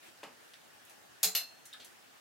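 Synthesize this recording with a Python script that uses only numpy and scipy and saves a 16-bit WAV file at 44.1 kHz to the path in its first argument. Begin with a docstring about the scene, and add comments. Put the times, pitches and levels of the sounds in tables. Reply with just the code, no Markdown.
"""A wire-hooked hanger is hung on the metal rail of a crowded clothes rack in a small panelled room:
the hook strikes the rail, a neighbour clinks (noise cracks plus bunches of decaying sines), and the
rack hums briefly (low modes that swell). A soft thud, small plastic taps and dry ticks (shaped noise
puffs), cloth rustle and the room's hiss (patchy stereo noise) complete the scene."""
import sys
import numpy as np
from scipy import signal
from scipy.fft import rfft, irfft, next_fast_len
from scipy.io import wavfile
from scipy.ndimage import uniform_filter1d

SR = 44100
rng = np.random.default_rng(int(sys.argv[2]) if len(sys.argv) > 2 else 0)


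def volts_from_decibels(level):
    """Turn decibel levels (scalar or array-like) into linear amplitude factors."""
    exponent = np.asarray(level, float) / 20
    return 10 ** exponent


def generate_wav(sig):
    """Save sig (samples, or channels by samples) to the path in sys.argv[1] as 16-bit PCM at SR."""
    pcm = np.round(np.clip(np.atleast_2d(sig).T, -1, 1) * 32767).astype(np.int16)
    wavfile.write(sys.argv[1], SR, pcm)


N = 97372

# hiss spectrum: f/Hz, relative density/dB
HISS_SPECTRUM = [(35, -41), (60, -10), (107, -9.5), (188, -8), (260, -4.5), (329, -6), (488, -6.5),
                 (815, -3), (959, -7.5), (1800, -4.5), (2020, -10.5), (2870, -8.5), (3370, -11),
                 (5010, -13), (15700, -21)]
# cloth rustle envelope: t/s, rms level/dB
RUSTLE_ENVELOPE = [(0, -90), (0.031, -58), (.09, -56.5), (.15, -71.5), (.33, -77), (.42, -61.5), (.5, -67),
                   (.62, -82), (.84, -73), (.87, -67.5), (.93, -64), (.97, -70), (1.04, -67), (1.15, -82),
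                   (1.6, -93), (1.7, -70.5), (1.88, -63.5)]
# cloth spectrum: f/Hz, relative density/dB
CLOTH_SPECTRUM = [(150, -120), (300, 3.5), (800, -4.5), (2000, 1), (5000, -13.5), (10000, -10.5),
                  (16000, -21), (17000, -120)]
# likeness of the noise in left and right: f/Hz, correlation/1
NOISE_LIKENESS = [(60, 0.46), (180, -0.31), (550, -0.17), (1650, 0.017), (4970, 0.1), (15000, 0.11)]
# plastic taps: t/s, dry peak level/dB, centre f/Hz, width/Hz, t60/s
PLASTIC_TAPS = [(0.174, -53, 5000, 5900, 0.012), (0.8517, -45.5, 9000, 12000, 0.0023),
                (.896, -46, 6700, 12300, 0.026), (.896, -59, 805, 300, 0.014),
                (1.654, -44, 7700, 9000, 0.048), (1.657, -57.5, 2100, 381, 0.018),
                (1.7279, -39.5, 3640, 1210, 0.034), (1.739, -51, 1510, 533, 0.044),
                (1.798, -56.5, 7600, 900, 0.045), (1.798, -47.5, 3480, 2500, 0.2),
                (1.8466, -39.5, 8300, 12900, 0.018)]
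# thud spectrum: f/Hz, relative density/dB
THUD_SPECTRUM = [(60, -40), (130, -9), (230, -1), (450, -3), (700, 0), (1200, -4), (2000, -7), (2900, -7),
                 (3800, -19), (12000, -27), (16000, -40)]
# dry ticks close by: t/s, dry peak level/dB, centre f/Hz, width/Hz
DRY_TICKS = [(.2385, -35, 1300, 4000), (.5367, -39, 3300, 4500), (.5408, -39, 3300, 3500),
             (1.2327, -15, 6000, 9000), (1.2455, -17, 5000, 8000), (1.7355, -38, 6000, 12000)]
# hook on rail, with its rattles: t/s, crack peak level before the wire's high-pass/dB
HOOK_CONTACTS = [(1.2303, -21), (1.2328, -18.5), (1.2372, -18), (1.2455, -24.5)]
# hook wire modes: f/Hz, relative level/dB, t60/s
HOOK_MODES = [(2100, -31, 0.15), (2716, -18, 0.076), (3650, -27, .05), (4130, -8, 0.25),
              (4740, -6.5, 0.062), (5220, -4, .06), (6780, 0.5, 0.045), (7240, -11.5, 0.32),
              (7560, -30, .08), (9600, -27, 0.04), (12400, -18, 0.072), (12400, 0, 0.041), (12500, -9, .06),
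              (15700, -2, .05)]
# hook crack spectrum: f/Hz, relative density/dB
HOOK_CRACK_SPECTRUM = [(180, -81), (300, -26), (627, 4.5), (1130, -20.5), (3030, 0), (3590, 3.5),
                       (13000, 5.5), (15700, -21), (16500, -34)]
# rack frame modes: f/Hz, level/dB, t60/s
RACK_MODES = [(182.5, -52.5, 0.13), (430.5, -44, 0.18), (670, -54, 0.042), (760, -31.5, 0.077),
              (1160, -65, 0.04)]
# neighbouring hanger's contacts: t/s, crack peak level before the wire's high-pass/dB
CLINK_CONTACTS = [(1.3506, -22), (1.3533, -22.5), (1.366, -30)]
# neighbour's modes: f/Hz, relative level/dB, t60/s
NEIGHBOUR_MODES = [(730, -22, 0.12), (2225, -21.5, 0.096), (2886, -2.5, 0.035), (3560, -8.5, 0.14),
                   (4250, -5.5, 0.24), (5123, -10.5, 0.23), (6220, -6.5, .1), (7430, -9.5, 0.14),
                   (9065, -11.5, 0.16), (9970, -11, 0.061), (11880, 5, 0.083), (13700, -5, 0.078),
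                   (13700, -28, .03), (15400, -11, 0.046)]
# clink crack spectrum: f/Hz, relative density/dB
CLINK_CRACK_SPECTRUM = [(300, -40), (550, -36), (700, -30), (1600, -29), (2700, -7), (4240, 12), (8000, 5),
                        (12000, 3), (14000, -7), (16500, -6)]
# neighbour's lines that outlast the clatter: f/Hz, level/dB, t60/s
LONG_RING_MODES = [(4250, -46, .6), (4228, -51, .6), (4300, -48, .35), (2690, -49, .4), (5050, -48, .3),
                   (6250, -48, .3)]
# room decay: f/Hz, t60/s
ROOM_DECAY = [(150, 0.37), (1000, 0.32), (3000, 0.21), (8000, 0.21), (16000, 0.16)]
# likeness of the room's answer in left and right: f/Hz, correlation/1
ROOM_LIKENESS = [(200, 1), (1000, .5), (2500, 0.87), (5000, 0.12), (15000, 0.16)]
# recording band, bass thinned and top cut: f/Hz, gain/dB
RECORDING_RESPONSE = [(20, -30), (60, -12), (110, 0), (15900, 0), (15960, -20), (17000, -30)]

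HISS_RMS_DB, RUSTLE_FADE_START_S, RUSTLE_FADE_DB_PER_S = -58.5, 1.92, 300
TAP_MAX_ATTACK_S = 0.0005
THUD_S, THUD_PEAK_DB, THUD_T60_S, THUD_ATTACK_S, THUD_ROOM_DB = 0.230, -35, 0.15, 0.0015, -4.5
TICK_T60_S, TICK_ATTACK_S, TICK_ROOM_DB = 0.0016, 0.0001, 0
HOOK_RING_DB, CLINK_RING_DB, MODE_SCATTER_DB = -17, -16, 3.5
HOOK_SPREAD, CLINK_SPREAD, RACK_SPREAD = 0.03, 0.024, 0.03  # relative sd of partial frequency
CRACK_T60_S, CRACK_ATTACK_S, WIRE_LOW_HZ = 0.019, 0.00011, 457
RACK_SWELL_S, LONG_RING_ATTACK_S = 0.021, 0.0011
ROOM_DB, FIRST_WALL_S = 4, 0.00067
T = np.arange(SR // 2) / SR  # time axis of one event, s


def unit(x):
    """Scale to rms 1."""
    return x / np.sqrt(np.mean(x ** 2) + 1e-20)


def along(points, hz):
    """Interpolate (f/Hz, value) points on a log axis."""
    f, value = np.transpose(points)
    return np.interp(np.log(hz + 1), np.log(f + 1), value)


def filtered(x, response):
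    """Multiply the spectrum of x by a response of frequency."""
    n = x.shape[-1]
    m = 2 * next_fast_len(n // 2 + 4096)
    spectrum = rfft(x, m) * response(np.fft.rfftfreq(m, 1 / SR))
    return irfft(spectrum, m)[..., :n]


def causal(db):
    """Minimum-phase response of these levels: it starts no earlier than its cause."""
    cepstrum = irfft(np.log(volts_from_decibels(np.maximum(db, -90))))
    half = len(cepstrum) // 2
    cepstrum[1:half] *= 2
    cepstrum[half + 1:] = 0
    return np.exp(rfft(cepstrum))


def shaped(points):
    """Causal response through (f/Hz, level/dB) points."""
    return lambda hz: causal(along(points, hz))


def resonance(centre_hz, width_hz):
    """Two equal band-pass resonators in series."""
    def response(f):
        damping = 1j * f * width_hz
        return (damping / (centre_hz ** 2 - f ** 2 + damping)) ** 2
    return response


def widened(pair, likeness):
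    """Mix two unrelated noises to a left and right of given correlation."""
    def mid_side_gains(hz):
        angle = np.arccos(np.clip(along(likeness, hz), -1, 1)) / 2
        return np.array([np.cos(angle), np.sin(angle)])
    mid, side = filtered(pair, mid_side_gains)
    return np.array([mid + side, mid - side])


def rush(spectrum, patchy_db):
    """Stereo noise of rms 1 with time-frequency patches of random gain."""
    z = signal.stft(rng.standard_normal((2, N)), nperseg=512)[2]
    field = rng.standard_normal(z.shape[1:])
    field = uniform_filter1d(field, size=6, axis=0)
    field = uniform_filter1d(field, size=8, axis=1)
    pair = signal.istft(z * volts_from_decibels(patchy_db * unit(field)), nperseg=512)[1][:, :N]
    return unit(filtered(widened(pair, NOISE_LIKENESS), lambda hz: volts_from_decibels(along(spectrum, hz))))


def burst(response, t60_s, attack_s):
    """Decaying noise puff through a response, scaled to peak 1."""
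    envelope = volts_from_decibels(-60 * T / t60_s) * (1 - np.exp(-T / attack_s))
    sound = filtered(rng.standard_normal(len(T)) * envelope, response)
    return sound / np.abs(sound).max()


def ring(modes, spread=0, count=1):
    """Struck modes: each a bunch of decaying partials with random level and frequency offsets."""
    hz, db, t60_s = np.repeat(modes, count, axis=0).T[..., None]
    level_luck, pitch_luck = rng.standard_normal((2, len(hz), 1))
    envelope = volts_from_decibels(db + MODE_SCATTER_DB * level_luck - 60 * T / t60_s)
    partials = envelope * np.sin(2 * np.pi * hz * (1 + spread * pitch_luck) * T)
    return partials.sum(axis=0) / np.sqrt(count)


def add(out, start_s, sound, room_db=ROOM_DB):
    """Place a sound, centred, plus its convolution with a decaying stereo noise tail (the room)."""
    hz, t, z = signal.stft(rng.standard_normal((2, len(T))), SR, nperseg=256)
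    decay = volts_from_decibels(-60 * t / along(ROOM_DECAY, hz)[:, None])
    pair = signal.istft(z * decay, SR, nperseg=256)[1][:, :len(T)]
    onset = 1 - np.exp(-T / FIRST_WALL_S)
    tail = widened(pair, ROOM_LIKENESS) * onset / np.linalg.norm(pair[0])
    heard = volts_from_decibels(room_db) * signal.fftconvolve(sound[None], tail, axes=1)
    heard[:, :len(sound)] += sound
    out[:, round(start_s * SR):][:, :heard.shape[1]] += heard


def silence():
    """Empty stereo track with space for tails past the end."""
    return np.zeros((2, N + 2 * SR))


def hiss():
    """Room hiss: steady noise with mildly patchy gain."""
    return volts_from_decibels(HISS_RMS_DB) * rush(HISS_SPECTRUM, patchy_db=1.6)


def cloth():
    """Garments brushing each other: noise under a level envelope, faded out quickly after 1.92 s."""
    s, db = np.transpose(RUSTLE_ENVELOPE)
    t = np.arange(N) / SR
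    fade_db = RUSTLE_FADE_DB_PER_S * np.maximum(t - RUSTLE_FADE_START_S, 0)
    return volts_from_decibels(np.interp(t, s, db) - fade_db) * rush(CLOTH_SPECTRUM, patchy_db=2.5)


def taps():
    """Small plastic taps: each a short noise puff in one resonance."""
    out = silence()
    for s, db, centre_hz, width_hz, t60_s in PLASTIC_TAPS:
        attack_s = min(TAP_MAX_ATTACK_S, t60_s / 10)
        add(out, s, volts_from_decibels(db) * burst(resonance(centre_hz, width_hz), t60_s, attack_s))
    return out[:, :N]


def thud():
    """Soft thud: one noise puff, strongest in the low mids."""
    out = silence()
    puff = burst(shaped(THUD_SPECTRUM), THUD_T60_S, THUD_ATTACK_S)
    add(out, THUD_S, volts_from_decibels(THUD_PEAK_DB) * puff, THUD_ROOM_DB)
    return out[:, :N]


def ticks():
    """Dry ticks close by: very short resonant puffs with less room."""
    out = silence()
    for s, db, centre_hz, width_hz in DRY_TICKS:
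        puff = burst(resonance(centre_hz, width_hz), TICK_T60_S, TICK_ATTACK_S)
        add(out, s, volts_from_decibels(db) * puff, TICK_ROOM_DB)
    return out[:, :N]


def wire_contacts(contacts, modes, spread, crack_spectrum, ring_db):
    """Each contact cracks and rings the wire; a third-order high-pass thins the bass."""
    out = silence()
    for s, db in contacts:
        crack = burst(shaped(crack_spectrum), CRACK_T60_S, CRACK_ATTACK_S)
        struck = crack + volts_from_decibels(ring_db) * ring(modes, spread, count=8)
        thin = filtered(struck, lambda f: (1j * f / (WIRE_LOW_HZ + 1j * f)) ** 3)
        add(out, s, volts_from_decibels(db) * thin)
    return out[:, :N]


def hook():
    """The wire hook strikes the rail and rattles."""
    return wire_contacts(HOOK_CONTACTS, HOOK_MODES, HOOK_SPREAD, HOOK_CRACK_SPECTRUM, HOOK_RING_DB)


def rack():
    """The first hook contact shakes the rack's frame: low modes swell, then decay."""
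    out = silence()
    swell = 1 - np.exp(-(T / RACK_SWELL_S) ** 2)
    add(out, HOOK_CONTACTS[0][0], ring(RACK_MODES, RACK_SPREAD, count=3) * swell)
    return out[:, :N]


def neighbour():
    """The neighbouring hanger clinks; a few of its lines ring on, without room."""
    out = wire_contacts(CLINK_CONTACTS, NEIGHBOUR_MODES, CLINK_SPREAD, CLINK_CRACK_SPECTRUM, CLINK_RING_DB)
    long_ring = ring(LONG_RING_MODES) * (1 - np.exp(-T / LONG_RING_ATTACK_S))
    rest = out[:, round(CLINK_CONTACTS[0][0] * SR):][:, :len(T)]
    rest += long_ring[:rest.shape[1]]
    return out


def scene():
    """Sum of all sources."""
    return hiss() + cloth() + taps() + thud() + ticks() + hook() + rack() + neighbour()


def low_pass(x):
    """Removes everything above the highest recorded frequency."""
    return signal.sosfilt(signal.butter(12, 17060, fs=SR, output="sos"), x)


def record(dry):
    """Recording band: deep bass thinned, as by a microphone; steep top cut near 15.9 kHz."""
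    mix = filtered(dry, shaped(RECORDING_RESPONSE))
    return low_pass(mix)


dry = scene()
out = record(dry)
generate_wav(out)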